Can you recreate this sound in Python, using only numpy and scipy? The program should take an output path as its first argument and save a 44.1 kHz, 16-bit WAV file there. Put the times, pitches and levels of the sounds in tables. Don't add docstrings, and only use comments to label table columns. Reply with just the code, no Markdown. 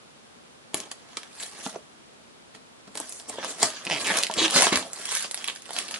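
import sys
import numpy as np
from scipy import signal
from scipy.fft import rfft, irfft
from scipy.io import wavfile
from scipy.ndimage import map_coordinates

SR = 44100
rng = np.random.default_rng(int(sys.argv[2]) if len(sys.argv) > 2 else 0)


def wrap_up_sound(samples):
    columns = np.atleast_2d(samples).T
    tamed = np.clip(columns, -1, 1)
    steps = np.round(tamed * 32767).astype(np.int16)
    wavfile.write(sys.argv[1], SR, steps)


N = 264159
TIME = np.arange(N) / SR
IMPULSE_SIZE = 1024
BINS = np.fft.rfftfreq(IMPULSE_SIZE, 1 / SR)
FRONT_LAG_S, ASIDE_LAG_S = .00002, .00006

# f/Hz, level/dB
CARDBOARD_EQ = [(29, -62), (50, -47), (78, -19), (216, -4), (286, -5.5), (315, -5), (428, -3.5), (558, -2),
                (598, -0.5), (717, -1.5), (934, -13.5), (1290, -6.5), (1400, -2.5), (1820, -52.5),
                (3080, -120)]


def undb(db):
    return 10 ** (np.asarray(db) / 20)


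def unit(x):
    return x / np.sqrt(np.mean(x ** 2))


def fade(t, t60):
    return np.exp(-np.log(1000) * t / t60)


def highpass(x, hz, order=1):
    return signal.sosfilt(signal.butter(order, hz, "high", fs=SR, output="sos"), x)


def curve(points):
    hz, db = np.transpose(points)
    return np.interp(np.log(BINS + 1), np.log(hz), db)


def response(db):
    cepstrum = irfft(np.log(undb(db)))
    cepstrum[1:IMPULSE_SIZE // 2] *= 2
    cepstrum[IMPULSE_SIZE // 2 + 1:] = 0
    impulse = irfft(np.exp(rfft(cepstrum)))
    return impulse / np.linalg.norm(impulse)


def equalise(x, points):
    return signal.fftconvolve(x, response(curve(points))[None], axes=1)[:, :N]


def place(out, s, sound, pan_db=0, lag_s=ASIDE_LAG_S):
    for channel, (delay, db) in enumerate([(lag_s, pan_db / 2), (0, -pan_db / 2)]):
        start = int(s * SR) + int(round(delay * SR))
        part = sound[:max(N - start, 0)]
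        out[channel, start:start + len(part)] += undb(db) * part


def film_lag(s, pulled_aside_s=4.52):
    return FRONT_LAG_S if s < pulled_aside_s else ASIDE_LAG_S


def swell(peak_s, rise_s, fall_s):
    away = np.maximum((peak_s - TIME) / rise_s, (TIME - peak_s) / fall_s)
    gain, near = np.zeros(N), away < 4
    gain[near] = .1 ** away[near]
    return gain


def room_tone(gain_db=-55.5, side_db=-10.5):
    # f/Hz, level/dB
    air_eq = [(15, -37), (25, -33), (54, -13), (92, -9), (131, -6.5), (182, -4), (229, -0.5), (296, -4.5),
              (480, -5), (1030, -9), (1330, -9.5), (1850, -13.5), (3320, -14), (6000, -19), (11000, -22.5),
              (14300, -91), (22000, -120)]
    mid, side = equalise(rng.standard_normal((2, N)), air_eq)
    side = highpass(side, 350) + 3.5 * side
    return undb(gain_db) * (mid + undb(side_db) * side * np.array([[1], [-1]]))


def reflections(dry, near_db=-5.5, walls_db=-9.0, mono_below_hz=900, pose_s=.06, poses=6):
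    t = np.arange(SR // 2) / SR
    near = fade(t, t60=.028) * (t > .0007)
    walls = fade(t, t60=.22) * (t > .006)
    decay = undb(near_db) * near / np.linalg.norm(near) + undb(walls_db) * walls / np.linalg.norm(walls)
    out = dry
    for pose, (mid, side) in enumerate(rng.standard_normal((poses, 2, len(t)))):
        side = highpass(side, mono_below_hz)
        echoes = decay * np.array([mid + side, mid - side]) / np.sqrt(2)
        crossfade = np.sqrt(np.maximum(1 - np.abs((TIME / pose_s - pose) % poses - 1), 0))
        out = out + signal.oaconvolve(dry * crossfade, echoes, axes=1)[:, :N]
    return out


def box_knocks(thump_db=4.0, slap_db=-10.5, reach_octaves=.8, attack_s=.0007):
    # t/s, level/dB, f/Hz, thump length/cycles, ring share/dB
    blows = [(0.7432, -23, 380, 7, -17), (0.7436, -27, 850, 8, -14), (1.171, -38, 1000, 7, -14),
             (1.6627, -25.5, 245, 7, -16), (1.6632, -23, 830, 10, -17), (1.7597, -30, 385, 9, -24),
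             (2.548, -45, 360, 4, -6), (2.875, -44, 290, 4, -6), (2.954, -30, 600, 7, -12),
             (3.001, -28, 560, 7, -13), (3.284, -40, 554, 9, -20), (3.2995, -30, 720, 22, -22),
             (3.334, -34, 790, 9, -13), (3.357, -36, 620, 22, -20), (3.3843, -22.5, 520, 6, -19),
             (3.4292, -30, 1200, 12, -18), (3.4455, -30, 950, 12, -17), (3.4665, -35, 700, 9, -15),
             (3.629, -14, 690, 8, -15), (3.953, -27, 730, 12, -14), (4.101, -19, 700, 9, -14),
             (4.2985, -19, 720, 9, -16), (4.372, -30, 185, 5, -14), (4.386, -24, 510, 12, -16),
             (4.416, -23, 330, 10, -14), (4.457, -18, 1120, 10, -19), (4.554, -18, 326, 7, -9),
             (4.6685, -11, 1100, 8, -21), (4.723, -19.5, 290, 7, -12), (4.765, -34, 80, 6, -22),
             (4.808, -34, 330, 4, -9)]
    # f/Hz, level/dB, t60/s
    modes = [(202, 6.5, 0.1), (255.2, 0, 0.23), (304, 7.5, 0.047), (438.7, -4, 0.12), (632.5, -1, 0.31),
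             (690, 0.5, 0.065), (890, 9, 0.028), (954, 5.5, 0.045), (1163, -1, 0.017), (1192, 3, 0.05),
             (1743, 8.5, 0.039)]
    out, t = np.zeros((2, N)), np.arange(SR // 3) / SR
    hz, db, t60 = np.transpose(modes)[:, :, None]
    lid = response(curve(CARDBOARD_EQ))
    attack = 1 - np.exp(-t / attack_s)
    for s, level, thump_hz, cycles, ring_db in blows:
        weight = undb(db) * np.exp(-.5 * (np.log2(hz / thump_hz) / reach_octaves) ** 2)
        partials = np.sin(2 * np.pi * (hz * t + rng.random(hz.shape)))
        ring = np.sum(weight * partials * fade(t, t60), axis=0)
        thump = np.sin(2 * np.pi * thump_hz * t) * fade(t, cycles / thump_hz)
        slap = signal.fftconvolve(rng.standard_normal(len(t)) * fade(t, t60=.022), lid)[:len(t)]
        knock = undb(thump_db) * thump + undb(ring_db) * ring + undb(slap_db) * slap
        place(out, s, undb(level) * knock * attack)
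    return out


def buckles(per_s, spread_db, scatter_s=.00005):
    chance, sign, spot = rng.random(N), rng.choice([-1, 1], N), rng.standard_normal(N)
    strength = undb(spread_db * np.minimum(rng.exponential(size=N), 2.9))
    right = sign * strength * (chance < per_s / SR)
    arrival = np.arange(N) + np.round((ASIDE_LAG_S + scatter_s * spot) * SR).astype(int)
    left = np.bincount(arrival % N, right, N)
    return unit(np.array([left, right]))


def rustle(gestures, clicks, sheen_db, pan_db, film_db=2.5, box_db=3.5):
    # f/Hz, level/dB
    film_eq = [(500, -20), (1100, 1.5), (1450, 4.5), (1850, 4), (2600, 1), (3300, 4.5), (4800, -1),
               (6500, 0), (11000, -21)]
    # f/Hz, level/dB
    sheen_eq = [(2500, -59.5), (4500, -2.5), (5800, 1.5), (8000, 5.5), (10800, 2)]
    power = np.zeros((3, N))
    for s, rise, fall, level, box_share, sheen_share in gestures:
        layer_gains = undb([level, level + box_share, level + sheen_share])
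        power += np.outer(layer_gains ** 2, swell(s, rise, fall) ** 2)
    film, box, sheen = np.sqrt(power)
    body = equalise(clicks * film * undb(film_db), film_eq)
    body += equalise(clicks * box * undb(box_db), CARDBOARD_EQ)
    body *= undb(np.array([[pan_db], [-pan_db]]) / 2)
    return body + equalise(clicks * sheen * undb(sheen_db), sheen_eq)


def shifting_folds(x, depth_db=3.0, per_s=55, width_hz=160):
    hz, s, frames = signal.stft(x, SR, nperseg=256)
    grid = np.meshgrid(np.sqrt(hz / width_hz) * 2, s * per_s, indexing="ij")
    ripple = map_coordinates(rng.standard_normal((128, 1024)), grid, mode="mirror")
    gain = unit(undb(depth_db * np.clip(ripple, -2, 2)))
    return signal.istft(frames * gain, SR)[1][:, :N]


def blade(catches_per_s=350, force_spread_db=2.2):
    # peak t/s, rise/s, fall/s, level/dB, box share/dB, sheen share/dB
    strokes = [(0.75, 0.025, 0.18, -43.5, -3.5, -1), (0.915, 0.0041, 0.013, -33, -9.5, 1),
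               (1.13, 0.32, 0.96, -56.5, -7.5, -2), (1.172, 0.0057, 0.017, -39.5, 1, -1),
               (1.43, 0.1, 0.08, -42.5, -10.5, 7.5), (1.552, 0.034, 0.053, -51, 0.5, -2),
               (1.657, 0.23, 0.12, -45, -8.5, 5), (1.762, 0.029, 0.0051, -43, 8.5, -35)]
    grit = buckles(per_s=3000, spread_db=4.0)
    step = np.cumsum(rng.random(N) < catches_per_s / SR)
    force = unit(undb(force_spread_db * np.clip(rng.standard_normal(N), -1.5, 1.5)[step]))
    return rustle(strokes, grit * force, sheen_db=3.5, pan_db=-2.5)


def hands():
    # peak t/s, rise/s, fall/s, level/dB, box share/dB, sheen share/dB
    gestures = [(2.55, 0.0099, 0.024, -47.5, -10, -4), (2.877, 0.0066, 0.017, -50.5, -1, -7),
                (2.98, 0.051, 0.15, -45.5, -10, -0.5), (3.12, 0.15, 0.18, -55.5, -4.5, 10.5),
                (3.2, 0.0036, 0.023, -50.5, -11, 2), (3.294, 0.016, 0.018, -47.5, 3.5, 11.5),
                (3.335, 0.032, 0.063, -53, 5, 4.5), (3.44, 0.19, 0.17, -40, -6, -14),
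                (3.505, 0.093, 0.075, -50, 4.5, 11.5), (3.632, 0.044, 0.067, -27.5, -4.5, 1),
                (3.765, 0.23, 0.14, -42, -12.5, -9.5), (3.93, 0.12, 0.081, -38.5, 0.5, -3),
                (4.009, 0.022, 0.028, -32.5, -10, -2), (4.1, 0.19, 0.14, -37, -3, 1.5),
                (4.18, 0.21, 0.11, -31, -6.5, -4), (4.388, 0.056, 0.035, -34, -2, -10),
                (4.45, 0.13, 0.057, -31, -4.5, -2.5), (4.572, 0.08, 0.14, -22, -8.5, -3),
                (4.635, 0.083, 0.075, -26, -7.5, -1.5), (4.675, 0.028, 0.022, -24.5, -15, -4),
                (4.73, 0.023, 0.074, -28.5, -2, -7), (4.775, 0.097, 0.065, -33.5, -6.5, -1.5),
                (4.86, 0.16, 0.21, -54.5, 4, 2.5), (5.015, 0.17, 0.074, -45.5, -4.5, 1),
                (5.16, 0.21, 0.16, -36, -16, 0), (5.247, 0.03, 0.042, -35.5, -8, -14),
                (5.385, 0.098, 0.35, -46, -11.5, -2.5), (5.488, 0.036, 0.044, -39, -8, -7),
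                (5.785, 0.14, 0.13, -39, -7.5, -2.5), (5.95, 0.2, 0.1, -45, -5.5, -1.5)]
    return rustle(gestures, buckles(per_s=3200, spread_db=3.5), sheen_db=7.0, pan_db=-1.5)


def film_snaps(crack_gain=.4, flutter_db=-8.5):
    # t/s, energy/dB, low
    # shelf/dB, high shelf/dB, left minus right/dB
    creases = [(0.744, 5, 4, 5, 3), (0.773, -6, -2, 10, -1), (0.7797, -15, -2, 9, 0),
               (0.8023, -6, -6, 6, 4), (0.9158, -14.5, -11, 1, -6), (1.171, -4.5, -18, -6.5, -1.5),
               (1.2326, -16.5, 6.5, -7, 1.5), (1.4006, -15, -10, -8, -3), (1.4281, -11.5, -20, -6, 0),
               (1.4337, -12, -23, -1, 2), (1.4973, -20, -3, 5, -6), (1.5519, -22, -17, -3, -4),
               (1.6634, -13.5, -8, -17, -6), (2.9542, -6.5, 6, -2, -1), (2.9739, -5, 3, 11, -2),
               (2.9764, -9, -4, -7, -0.5), (3.001, -2.5, 15, 15, -1), (3.0943, -7, 5, 24, -1),
               (3.124, -9, -21, 9, -2), (3.199, -17, -8, -8, -2), (3.2966, -5, -20, 7, -2),
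               (3.4289, -10.5, 13, -14, -3), (3.441, -17, 9, -7, 2), (3.4462, -4, 5, -1, -1),
               (3.6298, 16, -1, 4, -0.5), (3.703, -11, -15, -1, 0), (3.8515, -6.5, -10, -1, -2),
               (3.8998, -2, 8.5, -10, -1), (3.973, -9, 7, -5, -2), (3.9827, -11.5, -6, -14, -7),
               (4.07, 3, 8, 6, -1), (4.1704, 4.5, -16, -1, -4), (4.1732, 5, -12, -3, 0),
               (4.187, 5, -6, 1, 0), (4.1888, -1, -9, 2, -1), (4.228, 3, -18, 0.5, 0),
               (4.235, 5, -9, -7.5, -3.5), (4.2467, -7, -13, -10, -7), (4.268, -3.5, -13, -12, 0),
               (4.313, -6, 2, -10, -1), (4.339, -1, -27, -4.5, 1), (4.3678, -7, -17, -6, 5),
               (4.4164, -4.5, 4, -7, 7), (4.4806, -1.5, 1, -14, -3), (4.5007, -1.5, -4, -4, 1),
               (4.5084, 0.5, -16, 0, -1), (4.5613, 4, -2, -14.5, -1), (4.5807, 3, -3, 6, 8),
               (4.587, 4, 6, 6, 1), (4.6091, 8.5, 17, 5.5, -5.5), (4.6217, 12.5, 1, 4, 0.5),
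               (4.6368, -7, 3, -1, -1), (4.669, 4, 7, -15, -1), (4.7283, 3.5, 9, -7.5, -4),
               (4.7576, 6, -7, -6, -1.5), (4.762, -6, 8, -1, -4), (4.7734, 2.5, 2, -7, -1),
               (4.8269, -11, 3, -22, -6), (4.9324, -4.5, 0, 10, -2), (4.9608, -14.5, -6, -5, -6),
               (5.016, -10, -7, -1, -2), (5.0552, -1.5, -16, 3, -1.5), (5.0902, -5, -2, 0, -3),
               (5.1114, 0.5, -3, 3, -2), (5.1186, -2.5, 6, -0.5, 1), (5.1243, -6, 2, 0, -5),
               (5.1472, -2, -21, 11, -3), (5.1515, 8, -8, 11, 0), (5.1634, 0, -9, -1, -2),
               (5.1702, -2, -3, -1, -5), (5.174, -1, -11, 5, -2), (5.1954, -3.5, 1, 2, -1),
               (5.2073, -3, -15, 3, -2), (5.2246, 4.5, -6, 9, -2.5), (5.312, -3.5, -6, 0, -3),
               (5.3174, -12, -14, 9, 1), (5.3443, 3, -8, 2, -1), (5.3755, -11, -4, -4, -8),
               (5.4432, -3.5, -13, -10, -3), (5.4774, -1.5, -1, 4, -1), (5.4839, -2, -12, -21, -3),
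               (5.4994, -6.5, -7, -17, -3), (5.5517, -13, -10, 7, -1), (5.5603, -10, -4, -3, -3),
               (5.5723, -17, -6, 1, 0), (5.621, -12.5, -19, 7, -1), (5.6565, -18, -22, -8, -8),
               (5.6621, -19, -14, -3, -1), (5.6927, -14.5, 12, -17, -3), (5.7067, -6.5, 12, 6.5, -2),
               (5.7336, -8.5, -4, 9, 0), (5.765, -5.5, 6, -6.5, -1), (5.7874, 3, -17, -3, -3.5),
               (5.806, -14, -11, -3, -3), (5.826, -12.5, -17, -7, -4), (5.8825, -11, -11, -8, -2),
               (5.8875, -14, -14, -14, -2), (5.911, -6.5, -13, 3, -1), (5.942, -3, -15, -6, -2),
               (5.9469, -6, -9, -3, 1), (5.9605, -10, -5, -15, -1)]
    # f/Hz, level/dB
    snap_eq = [(60, -25), (200, -27), (600, 0), (1500, 0.5), (3000, 0.5), (5000, 0), (8000, 1.5),
               (11000, 1.5)]
    out, t = np.zeros((2, N)), np.arange(IMPULSE_SIZE) / SR
    for s, energy, low, high, pan_db in creases:
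        crack = crack_gain * rng.standard_normal(len(t)) * fade(t, t60=.0028)
        crack[0] = 1
        flutter = rng.standard_normal(len(t)) * fade(t, t60=.022)
        shelves = curve([(1100, low), (2400, 0), (4200, 0), (7000, high)])
        tone = response(curve(snap_eq) + shelves)
        crack, flutter = signal.fftconvolve(crack, tone), signal.fftconvolve(flutter, tone)
        snap = crack / np.linalg.norm(crack) + undb(flutter_db) * flutter / np.linalg.norm(flutter)
        place(out, s, snap * undb(energy), pan_db, film_lag(s))
    return out


def film_tears(attack_cycles=.6, overtone_ratio=1.75, overtone_db=-6.5, thud_db=-1.5):
    # t/s, length/s, first and last slip rate/Hz, first and last ring f/Hz,
    # level/dB, level change by the end/dB, tug share/dB
    pulls = [(3.868, .009, 166, 166, 2700, 2600, -16, -3, 3),
             (3.911, .075, 176, 121, 2900, 2650, -10.5, -12, -1),
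             (4.0455, .035, 301, 161, 3300, 2050, -19.5, 3, -3),
             (4.087, .032, 126, 221, 2100, 1850, -13, -2, -1),
             (4.1415, .022, 155, 190, 2250, 2100, -18, -2, 2),
             (4.378, .013, 600, 480, 3900, 3700, -15, 4, -2),
             (4.3925, .02, 482, 292, 3800, 3300, -10.5, -3, -4),
             (4.4202, .045, 318, 330, 3600, 3000, -11.5, 0, -1),
             (4.544, .045, 650, 520, 4900, 4400, -13, 1, 0),
             (4.632, .026, 490, 330, 2700, 2400, -16, -6, 0),
             (4.723, .05, 323, 220, 2310, 2050, -17, -6, 2)]
    # f/Hz, level/dB
    thud_eq = [(60, -12), (160, -5), (320, -2.5), (480, -3.5), (750, -7), (1400, -6), (3000, -29),
               (8000, -63)]
    lid_hz, lid_db = 325, -23.5
    timing_jitter, pitch_jitter, force_spread_db = .04, .05, 1.5
    out, t = np.zeros((2, N)), np.arange(IMPULSE_SIZE) / SR
    lid = np.sin(2 * np.pi * lid_hz * t) * fade(t, t60=.023)
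    thud = response(curve(thud_eq)) + undb(lid_db) * lid
    for start, length, rate0, rate1, hz0, hz1, level, change, tug_db in pulls:
        s = start
        for wait, force, pitch in rng.standard_normal((150, 3)):
            progress = (s - start) / length
            if progress > 1:
                break
            cycles = t * hz0 * (hz1 / hz0) ** progress * np.exp(pitch_jitter * pitch)
            phase = 2 * np.pi * cycles
            ring = np.sin(phase) + undb(overtone_db) * np.sin(overtone_ratio * phase)
            ring *= cycles / attack_cycles * np.exp(1 - cycles / attack_cycles)
            slip = -(ring + undb(thud_db + tug_db) * thud)
            gain = undb(level + change * progress + force_spread_db * force)
            place(out, s, slip * gain, pan_db=-1.6, lag_s=film_lag(s))
            s += np.exp(timing_jitter * wait) / (rate0 * (rate1 / rate0) ** progress)
    return out


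def scene():
    crinkle = shifting_folds(blade() + hands())
    foley = crinkle + film_snaps() + film_tears() + box_knocks()
    foley = highpass(foley, 135, order=2)
    return reflections(foley) + room_tone()


def record(dry, top_hz=11100, ceiling=.95, tips_hz=16000):
    band = signal.sosfilt(signal.ellip(10, .1, 62, top_hz, fs=SR, output="sos"), dry)
    clipped = band / (1 + np.abs(band / ceiling) ** 16) ** (1 / 16)
    return signal.sosfilt(signal.ellip(8, .1, 70, tips_hz, fs=SR, output="sos"), clipped)


dry = scene()
out = record(dry)
wrap_up_sound(out)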